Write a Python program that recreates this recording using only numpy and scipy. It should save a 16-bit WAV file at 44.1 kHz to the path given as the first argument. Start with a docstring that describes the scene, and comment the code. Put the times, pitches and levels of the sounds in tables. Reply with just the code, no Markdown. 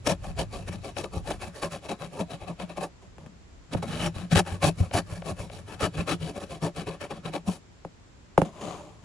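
"""A small knife saws through the lid of an empty corrugated box lying on the ground outdoors.
Each stroke tears fibres in a dense train of impulses, heard directly as a rasp and through the modes
of the lid and of the air in the hollow below; each push rocks the box on the ground. In the pauses,
fingers tap and slide on the lid. Soft air noise, a thin insect whine and a low breeze on the
microphone's two ports lie under everything."""
import sys
import numpy as np
from scipy import signal
from scipy.fft import rfft, irfft, next_fast_len
from scipy.io import wavfile

SR = 44100
rng = np.random.default_rng(int(sys.argv[2]) if len(sys.argv) > 2 else 0)


def unload_audio(sound):
    """Save the sound as a 16-bit wav file, at the path given as the first command line argument."""
    columns = np.transpose(np.atleast_2d(sound))
    # keep every value between -1 and 1, then stretch to whole-number steps
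    steps = np.round(np.clip(columns, -1, 1) * 32767)
    wavfile.write(sys.argv[1], SR, steps.astype(np.int16))


N = 398663
FFT_SIZE = next_fast_len(N + 8192)
HZ = np.maximum(np.arange(FFT_SIZE // 2 + 1) * SR / FFT_SIZE, 1)

# Levels in the tables are relative: each source applies its own gain as well.
# spectrum of the air noise: frequency_hz, density_db
AIR_SPECTRUM = [(12, -54), (20, -13.5), (76, -12.5), (94, -13.5), (114, -15), (390, -23.5), (496, -26.5),
                (2000, -34), (3150, -37.5), (7220, -41), (12000, -64), (15600, -105), (22000, -120)]
# likeness of the air noise at the two ports: frequency_hz, correlation
AIR_CORRELATION = [(60, 0.58), (290, 0.34), (640, .02), (15000, 0.0091)]
# bands of the insect whine: pitch_hz, width_hz
INSECT_BANDS = [(7190, 60), (7320, 54)]
# wind on the ports: time_s, level_db
BREEZE_LEVEL = [(0.0, -53), (0.33, -32), (1.03, -52), (1.23, -35), (1.66, -60), (3.62, -50.5), (3.7, -74),
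                (4.51, -59), (5.08, -47), (5.36, -45), (5.69, -55), (5.84, -58), (8.21, -57), (8.41, -60),
                (8.71, -67), (9.04, -72)]
# phase of the left port ahead of the right: frequency_hz, lead_rad
LEFT_PHASE = [(0, 0), (1210, 0.2), (2330, 0.3), (3100, 1.0), (6370, 0.2), (7240, -0.7), (8440, -3.1),
              (9820, -6.1), (10600, -6.6), (11700, -9.4), (12700, -9.5), (13400, -12.6), (14500, -12.5),
              (15300, -15.7)]
# level of the left port over the right: frequency_hz, level_db
LEFT_LEVEL = [(60, 2), (500, 1.6), (1000, 3), (2400, 5.5), (4400, 3), (8100, 0), (15000, 0)]
# scattered sound, unlike at the two ports: frequency_hz, level_db
SCATTER_SPECTRUM = [(60, -9), (150, -9), (300, -14), (700, -11), (1500, -7), (4000, -4), (9000, -8),
                    (15000, -11)]

# modes of the box on the ground: pitch_hz, level_db, t60_s
ROCKING_MODES = [(66, -47, 0.047), (98.5, 4.5, 0.1)]
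# modes of the air in the box: pitch_hz, level_db, t60_s
HOLLOW_MODES = [(168.7, -2, 0.13), (183.9, -4.5, 0.08), (221.7, -12, 0.056)]
# bending modes of the lid: pitch_hz, level_db, t60_s
LID_MODES = [(293.8, -3.5, 0.087), (350.4, -3, 0.068), (434, -1.5, 0.032), (549, 2, 0.033),
             (614, 2.5, 0.029), (684, 2.5, 0.023), (795, 1, 0.016), (952, -1, 0.012), (1061, -3, 0.016),
             (1176.4, -5.5, 0.016)]
LOWER_LID_MODES, UPPER_LID_MODES = LID_MODES[:3], LID_MODES[3:]
# resonances of the paper channels: pitch_hz, width_hz, level_db
FLUTE_RESONANCES = [(1250, 150, 1), (1750, 200, 3), (2300, 130, 3), (2580, 140, 7), (2980, 160, 5),
                    (3350, 180, 2), (3880, 160, 7), (4450, 250, 1), (5500, 250, 0)]

# pushes that jolt the whole box: start_s, level_db
PUSHES = [(0.071, -41), (0.236, -31), (0.4, -43), (0.686, -31), (1.164, -20.5), (1.421, -39), (1.644, -39),
          (2.418, -32), (3.072, -36.5), (3.743, -21), (3.844, -47), (4.057, -29), (4.159, -25),
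          (4.355, -13.5), (4.518, -19), (4.63, -20), (4.801, -10.5), (4.939, -21.5), (5.119, -24),
          (5.309, -23), (5.395, -24.5), (5.826, -18.5), (5.985, -20), (6.226, -38), (7.474, -31),
          (8.385, -35)]
# trembling under the pressure of the hands: time_s, level_db
HAND_TREMBLE = [(0.0, -41.5), (1.2, -46.5), (1.7, -52.5), (2.8, -70), (3.1, -57), (3.65, -65), (3.75, -46),
                (4.07, -36), (4.13, -49), (4.5, -44), (5.3, -50.5), (6.1, -43.5), (7.2, -65), (8.3, -62),
                (8.5, -57), (9.04, -54)]
# finger taps: start_s, level_db, hollow_over_tap_db, tick_over_tap_db
FINGER_TAPS = [(3.181, -36, -8, -7), (3.261, -43, 6.5, 1), (3.747, -20, 1.5, -27), (3.825, -23, -7, -18),
               (7.848, -24, -11, -16.5), (8.377, 0.0, -15.5, -15), (8.416, -8.5, -7.5, -11.5)]
# finger slides: hold_start_s, rise_ms, hold_ms, fall_ms, hiss_db, hollow_over_hiss_db
FINGER_SLIDES = [(3.02, 29, 13, 150, -60.5, 11), (3.2, 67, 25, 210, -63, 24.5),
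                 (8.45, 5, 3.8, 150, -47, 12), (8.612, 17, 10, 90, -42, 8.5),
                 (8.645, 300, 57, 494, -45, 2.5), (9.035, 66, 20, 50, -61, 17)]
# friction hiss of the fingers: frequency_hz, density_db
HISS_SPECTRUM = [(590, -75), (1000, 1), (1490, -19.5), (2970, -14.5), (5660, -23.5), (6790, -15.5),
                 (11300, -29.5), (12100, -51), (15000, -37)]
# single fibres and flute walls giving way: start_s, level_db
FIBRE_SNAPS = [(0.065, -16.5), (0.378, -31), (0.9667, -20.5), (1.0425, -22), (1.3055, -19), (1.632, -16),
               (1.8911, -25.5), (2.1949, -26), (2.599, -26), (2.7705, -29), (3.748, -24), (3.8282, -39),
               (4.3166, -16.5), (4.356, -9), (4.6255, -13), (4.801, -34), (4.9112, -24), (4.9382, -17.5),
               (5.2205, -25), (5.4986, -29), (5.813, -21), (6.0753, -23.5), (6.628, -24), (6.8693, -27),
               (7.008, -33), (7.1077, -26), (7.3372, -23)]
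# spectrum of tearing fibres: frequency_hz, density_db
RASP_SPECTRUM = [(900, -15.5), (1300, 7.5), (1900, -1), (2500, -1), (4000, -7), (6000, -11), (8000, -6.5),
                 (10000, -8.5), (11200, -13.5), (12000, -18), (14500, -28), (16000, -13)]
# bites of the blade: hold_start_s, hold_ms, bite_db, release_db, lid_over_rasp_db, hollow_over_mean_db
BLADE_STROKES = [(0.063, 12, -34, -25, 8.5, -15), (0.095, 21.7, -29.5, -31.5, 10.5, 4),
                 (0.243, 58, -47, -54.5, 8, 10.5), (0.392, 25.3, -33, -34.5, 7.5, 2.5),
                 (0.528, 88, -46, -52.5, 5.5, 7), (0.68, 6.7, -41.5, -42.5, 5, 9),
                 (0.727, 27, -43, -51.5, 5, 13), (0.848, 51, -42.5, -53, 7.5, -5),
                 (0.97, 8.7, -43.5, -39, 4, -5), (0.982, 56, -37.5, -50.5, 6, 4),
                 (1.042, 7, -39.5, -44, 11, 2), (1.14, 45.5, -46, -47.5, 9, 11),
                 (1.268, 21, -42, -36, 8, 4), (1.307, 9.2, -31.5, -36.5, 7, -4),
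                 (1.325, 15, -51, -45.5, 6, 8), (1.419, 57, -40.5, -51, 6, 2),
                 (1.553, 74, -48, -52, 4.5, -15), (1.628, 28.5, -33, -39, 9, 3),
                 (1.722, 38, -39.5, -45.5, 3, 1), (1.822, 38, -64, -48, 11, -11),
                 (1.892, 29, -38.5, -42, 11, 5.5), (2.012, 52, -45.5, -49, 5, 7),
                 (2.125, 48, -56, -47, 9.5, 1), (2.193, 15.6, -39.5, -35, 10, 5.5),
                 (2.309, 36, -42.5, -44.5, 5, 6.5), (2.417, 24, -52.5, -53, 10.5, 5),
                 (2.481, 28.6, -45.5, -49, 11, 11), (2.598, 26, -44, -43.5, 8.5, 9),
                 (2.69, 7.2, -57, -45.5, 10.5, 2), (2.773, 3.6, -44, -43, 15.5, 14),
                 (2.816, 23.6, -47, -38.5, 9.5, 3.5), (3.728, 8.5, -44.5, -35, 7, 13),
                 (3.778, 4.6, -46, -47.5, 7, 10), (3.819, 8.4, -63, -34.5, 7, -3),
                 (3.853, 220, -48, -33.5, 2.5, 9), (4.157, 79, -46, -52.5, 4.5, 13.5),
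                 (4.319, 14.6, -32, -28, -1.5, 17.5), (4.356, 41.7, -27, -24, 2.5, -2),
                 (4.466, 85, -43.5, -47.5, 5, 5.5), (4.628, 60.2, -30.5, -28, 7, 5),
                 (4.783, 24, -49, -42.5, 4.5, 17.5), (4.829, 45, -45, -58.5, 4.5, 7),
                 (4.939, 49, -33, -31, 8.5, 1), (5.072, 62, -61, -46, 8.5, 4.5),
                 (5.151, 28, -50.5, -53.5, 5, 9), (5.266, 38.4, -39.5, -40, 10, 8),
                 (5.388, 62, -46, -52.5, 5.5, 7), (5.528, 69, -51.5, -52, 5, 5),
                 (5.683, 54, -48.5, -47.5, 6, 3.5), (5.808, 53.5, -35.5, -31.5, 6, -0.5),
                 (5.938, 14, -51.5, -44.5, 6.5, 3), (5.979, 41, -40.5, -43.5, 5, 14),
                 (6.078, 54.3, -35.5, -33.5, 4.5, -2), (6.212, 85, -47.5, -43, 4, 6.5),
                 (6.362, 17, -43.5, -45, 8, 2.5), (6.403, 33, -49.5, -46.5, 7, 7),
                 (6.509, 62, -43.5, -51.5, 4.5, 3.5), (6.626, 42.6, -36.5, -35.5, 7.5, 4.5),
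                 (6.765, 56, -43, -44.5, 4.5, 8.5), (6.872, 20, -44, -43, 9, 8),
                 (6.905, 43, -48.5, -51.5, 5.5, 5), (7.011, 40, -44, -42.5, 5, -3.5),
                 (7.109, 20, -41, -49.5, 11.5, 4), (7.138, 45, -50, -53, 5.5, 12),
                 (7.254, 34, -44, -44, 6.5, 9), (7.335, 28.4, -40, -39.5, 10, 6),
                 (7.47, 16.4, -49, -41, 10, 21.5), (7.5, 60, -43, -50.5, 1, -10)]
# spans in which the blade stays in the slot and drags faintly: start_s, end_s
DRAG_SPANS = [(0.0, 2.85), (3.72, 6.5)]
# timbre along the cut: time_s, treble_over_low_rasp_db, lower_over_upper_lid_db
CUT_TIMBRE = [(0.0, -3.5, -12.5), (0.8, -4, -5.5), (1.6, -2, -6.5), (2.3, -6.5, -5.5), (2.7, -9, -10),
              (2.85, 4.5, -3.5), (3.7, -7, -7.5), (4.1, -6, -6), (4.601, -2, -5.5), (5.4, 0, -9),
              (5.9, -6, -4.5), (6.6, -3.5, -2), (7.3, -9, -6), (7.55, 4, -7)]


def amp(db):
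    """Amplitude ratio of a level in decibels."""
    return 10 ** (np.asarray(db) / 20)


def unit_rms(x):
    """Normalisation to unit mean power."""
    return x / np.sqrt(np.mean(x ** 2) + 1e-20)


def at_hz(points):
    """Interpolation of (frequency_hz, value) rows onto the FFT grid, on a log frequency axis."""
    hz, value = np.transpose(points)
    return np.interp(np.log(HZ), np.log(np.maximum(hz, 1)), value)


def in_time(points):
    """Linear interpolation of (time_s, value) rows at every sample."""
    return np.interp(np.arange(N) / SR, *np.transpose(points))


def filtered(x, response):
    """Linear filtering: the spectrum is multiplied by a frequency response."""
    return irfft(rfft(x, FFT_SIZE) * response, FFT_SIZE)[..., :N]


def delay(seconds):
    """Response of a pure delay: phase lag proportional to frequency."""
    return np.exp(-2j * np.pi * HZ * seconds)


def drift(corner_hz):
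    """Random fluctuation: low-passed noise of unit rms."""
    pole = np.exp(-2 * np.pi * corner_hz * 20 / SR)   # one step every 20 samples
    slow = signal.lfilter([1], [1, -2 * pole, pole ** 2], rng.standard_normal(N // 20 + 2002))[2000:]
    return np.interp(np.arange(N) / 20, np.arange(len(slow)), unit_rms(slow))


def impulses(start_s, level_db):
    """Impulse train, one sample for each event."""
    train = np.zeros(N)
    train[np.round(start_s * SR).astype(int)] = amp(level_db)
    return train


def crackle(clicks, t60_s):
    """Convolution turns each impulse into exponentially decaying noise."""
    age_s = np.arange(4000) / SR
    burst = rng.standard_normal(len(age_s)) * amp(-60 * age_s / t60_s)
    return signal.fftconvolve(clicks, burst)[:N]


def swell(hold_start_s, rise_ms, hold_ms, fall_ms, start_db, end_db):
    """Envelope of one rub, as sample indices and dB: up 40 dB, a ramp over the hold, down 40 dB."""
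    stages_s = np.array([rise_ms, hold_ms, fall_ms]) / 1000
    knots_s = hold_start_s - stages_s[0] + np.append(0, np.cumsum(stages_s))
    span = np.arange(max(round(knots_s[0] * SR), 0), min(round(knots_s[3] * SR), N))
    return span, np.interp(span / SR, knots_s, [start_db - 40, start_db, end_db, end_db - 40])


def resonance(x, hz, width_hz):
    """Second-order band-pass resonator with unit peak gain."""
    radius, angle = np.exp(-np.pi * width_hz / SR), 2 * np.pi * hz / SR
    numerator = (1 - radius ** 2) / 2 * np.array([1, 0, -1])
    return signal.lfilter(numerator, [1, -2 * radius * np.cos(angle), radius ** 2], x + 1e-18)


def ring(force, hz, t60_s):
    """Damped oscillator: a unit impulse starts a decaying sine of unit amplitude."""
    radius, angle = amp(-60 / (t60_s * SR)), 2 * np.pi * hz / SR
    feedback = [1, -2 * radius * np.cos(angle), radius ** 2]
    return signal.lfilter([0, np.sin(angle)], feedback, force + 1e-18)


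def struck_modes(force, modes, polarity=1):
    """Modal superposition; polarity -1 gives successive modes opposite signs."""
    return sum(amp(db) * polarity ** k * ring(force, hz, t60_s)
               for k, (hz, db, t60_s) in enumerate(modes))


def driven_modes(force, modes, wander_db):
    """Forced vibration, near unit power gain for white noise; the coupling to each mode wanders."""
    motion, power = 0, 0
    for k, (hz, level_db, t60_s) in enumerate(modes):
        weight = amp(level_db) * (-1) ** k / np.sqrt(t60_s * SR)
        coupling = amp(wander_db * drift(5.0))
        motion = motion + weight * ring(force * coupling, hz, t60_s)
        power += amp(level_db) ** 2 / (4 * np.log(1000))
    return motion / np.sqrt(power)


def air_noise():
    """Diffuse noise is correlated at two nearby ports only at long wavelengths."""
    correlation, spectrum = at_hz(AIR_CORRELATION), amp(at_hz(AIR_SPECTRUM))
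    mid = filtered(rng.standard_normal(N), spectrum * np.sqrt(1 + correlation))
    side = filtered(rng.standard_normal(N), spectrum * np.sqrt(1 - correlation))
    return amp(-53.5) * unit_rms(np.array([mid + side, mid - side]))


def insects():
    """Narrow-band noise is heard as a pitch: a thin whine whose level flickers."""
    noise = rng.standard_normal((2, N))
    whine = sum(resonance(resonance(noise, hz, width), hz, width) for hz, width in INSECT_BANDS)
    return amp(-75 + 0.81 * drift(25.0)) * unit_rms(whine)


def breeze():
    """Wind on the ports makes low pressure fluctuations, partly correlated between the two."""
    band = signal.butter(2, [30.0, 70.0], "band", fs=SR, output="sos")
    mid, side = signal.sosfilt(band, rng.standard_normal((2, N)))
    rumble = unit_rms(np.array([mid + 0.5 * side, mid - 0.5 * side]))
    return amp(in_time(BREEZE_LEVEL) - 2.0 + 0.83 * drift(3.5)) * rumble


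def at_ports(direct):
    """Direct sound reaches each port with its own phase and level; scattered sound is in antiphase."""
    leftward = amp(at_hz(LEFT_LEVEL) / 2) * np.exp(0.5j * at_hz(LEFT_PHASE))
    scattered = filtered(direct * drift(200.0), amp(at_hz(SCATTER_SPECTRUM)))
    return np.array([filtered(direct + scattered, leftward), filtered(direct - scattered, 1 / leftward)])


def box_rocking():
    """Soft pushes excite free vibration of the box on the ground; the hands keep it trembling."""
    clicks = impulses(*np.transpose(PUSHES))
    pulse = np.hanning(round(0.0076 * SR))
    force = np.convolve(clicks, pulse / pulse.sum())[:N]
    jolts = amp(-2.5) * struck_modes(force, ROCKING_MODES)
    aftershake_t60_s = 0.11
    aftershake = amp(-11) * signal.lfilter([1], [1, -amp(-60 / (aftershake_t60_s * SR))], clicks + 1e-18)
    tremble = rng.standard_normal(N) * (aftershake + amp(in_time(HAND_TREMBLE)))
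    return jolts + driven_modes(tremble, ROCKING_MODES, wander_db=0.0)


def bending_wave(clicks, travel_at_1hz_s=0.1016):
    """Dispersion in a plate: travel time falls as 1 / sqrt(frequency), so the treble arrives first."""
    band = signal.butter(3, [340.0, 950.0], "band", fs=SR, output="sos")
    dispersion = np.exp(-4j * np.pi * travel_at_1hz_s * np.sqrt(HZ))
    advance = delay(-travel_at_1hz_s / np.sqrt(3500.0))   # zero group delay at 3500 Hz
    return filtered(signal.sosfilt(band, clicks), dispersion * advance)


def finger_taps():
    """Impact excitation: a tick and a bending wave, then the free decay of lid and hollow."""
    start_s, level_db, hollow_db, tick_db = np.transpose(FINGER_TAPS)
    clicks = impulses(start_s, level_db)
    wave = amp(30.0) * bending_wave(clicks)
    reflections = crackle(clicks, t60_s=0.081)   # the lid's edges return the wave to the modes
    lid = amp(-37.0) * struck_modes(reflections, LID_MODES[:7], polarity=-1)
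    hollow = amp(-1.0) * struck_modes(impulses(start_s, level_db + hollow_db), HOLLOW_MODES)
    contact = impulses(start_s, level_db + tick_db)
    tick_noise = crackle(contact, t60_s=0.0079) + amp(-15.5) * crackle(contact, t60_s=0.099)
    tick = amp(2.5) * filtered(tick_noise, amp(at_hz(RASP_SPECTRUM)) * delay(0.00168))
    return wave + lid + filtered(hollow, delay(0.0062)) + tick


def slide_envelopes(lid_over_hiss_db=10):
    """Sliding friction of the fingers swells and fades: gains of hiss, lid and hollow."""
    gains = np.zeros((3, N))
    for time_s, rise_ms, hold_ms, fall_ms, hiss_db, hollow_db in FINGER_SLIDES:
        span, level_db = swell(time_s, rise_ms, hold_ms, fall_ms, hiss_db, hiss_db)
        slide = amp([level_db, level_db + lid_over_hiss_db, level_db + hollow_db])
        gains[:, span] = np.maximum(gains[:, span], slide)
    return gains


def fibre_snaps():
    """Sudden fracture radiates a short crack and strikes the upper modes of the lid."""
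    clicks = impulses(*np.transpose(FIBRE_SNAPS))
    knock = amp(-7.0) * struck_modes(clicks, UPPER_LID_MODES, polarity=-1)
    dulled_rasp = amp(at_hz(RASP_SPECTRUM)) / (1 + (HZ / 4400.0) ** 4)
    return knock + amp(-2.5) * filtered(crackle(clicks, t60_s=0.023), dulled_rasp)


def tearing_force(tears_per_s=14000, spread_db=2.2, lump_db=1.5):
    """Shot noise of fibres breaking at random, in lumps as the blade sticks and slips."""
    sizes = amp(spread_db * np.minimum(rng.exponential(1, N), 5))
    signs = rng.choice([-1, 1], N)
    breaks = rng.random(N) < tears_per_s / SR
    return unit_rms(sizes * signs * breaks * amp(lump_db * drift(43.0)))


def rasp_bands(force, crossover_hz=4960.0):
    """Resonance in the paper channels colours the tearing: low and treble bands, each of unit rms."""
    channels = sum(amp(db + 2 + 3.5 * drift(6.0)) * resonance(force, hz, width_hz)
                   for hz, width_hz, db in FLUTE_RESONANCES)
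    treble_share = 1 / (1 + (crossover_hz / HZ) ** 6)
    return [unit_rms(filtered(force + channels, amp(at_hz(RASP_SPECTRUM)) * share))
            for share in (1 - treble_share, treble_share)]


def stroke_envelopes(firm_db=-30, drag_db=-68.5):
    """Amplitude modulation by the blade: gains of rasp, lid and hollow. Weak bites swell more slowly."""
    gains = np.zeros((3, N))
    snap_times_s = np.array(FIBRE_SNAPS)[:, 0]
    for time_s, hold_ms, bite_db, release_db, lid_db, hollow_db in BLADE_STROKES:
        opens_with_snap = np.min(np.abs(snap_times_s - time_s)) < 0.005
        rise_ms = 28.6 if opens_with_snap else 39 + 0.44 * (firm_db - bite_db)
        fall_ms = 44.4 + 1.5 * (firm_db - release_db)
        span, rasp_db = swell(time_s, rise_ms, hold_ms, fall_ms, bite_db, release_db)
        steady_db = (bite_db + release_db) / 2 + hollow_db   # the hollow answers the stroke as a whole
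        _, air_db = swell(time_s, rise_ms, hold_ms, fall_ms, steady_db, steady_db)
        gains[:, span] = np.maximum(gains[:, span], amp([rasp_db, rasp_db + lid_db, air_db]))
    for start_s, end_s in DRAG_SPANS:
        gains[:, round(start_s * SR):round(end_s * SR)] += amp(drag_db)
    return gains


def sawing_and_sliding():
    """Blade rasp and finger hiss radiate directly; both actions force lid and hollow into vibration."""
    force = tearing_force()
    saw_rasp, saw_lid, saw_hollow = stroke_envelopes()
    slide_hiss, slide_lid, slide_hollow = slide_envelopes()
    timbre = np.array(CUT_TIMBRE)
    treble_ratio, lower_ratio = amp(in_time(timbre[:, [0, 1]])), amp(in_time(timbre[:, [0, 2]]))
    low, treble = rasp_bands(force)
    rasp = saw_rasp * (low + treble_ratio * treble) / np.sqrt(1 + treble_ratio ** 2)
    hiss = slide_hiss * unit_rms(filtered(rng.standard_normal(N), amp(at_hz(HISS_SPECTRUM))))
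    upper_drive = force * (saw_lid + 0.75 * slide_lid)
    lower_drive = force * (saw_lid * lower_ratio + 0.47 * slide_lid)
    upper_lid = amp(1.5) * driven_modes(upper_drive, UPPER_LID_MODES, wander_db=2.5)
    lower_lid = amp(0.5) * driven_modes(lower_drive, LOWER_LID_MODES, wander_db=0.5)
    hollow = amp(3.0) * driven_modes(force * (saw_hollow + slide_hollow), HOLLOW_MODES, wander_db=2.0)
    return rasp + hiss + upper_lid + lower_lid + hollow


def scene():
    """Superposition of the box and the outdoor background at the two ports."""
    box = sawing_and_sliding() + fibre_snaps() + box_rocking() + finger_taps()
    return at_ports(box) + breeze() + air_noise() + insects()


def record(dry):
    """Band limiting and soft peak rounding: the microphone drops deep bass and cuts the top; the loudest peaks
    are gently rounded."""
    high_pass = signal.butter(2, 42.0, "high", fs=SR, output="sos")
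    low_pass = signal.cheby2(18, 70, 16100, fs=SR, output="sos")
    rounded = 0.95 * np.tanh(signal.sosfilt(high_pass, dry) / 0.95)
    return signal.sosfilt(low_pass, rounded)


dry = scene()
out = record(dry)
unload_audio(out)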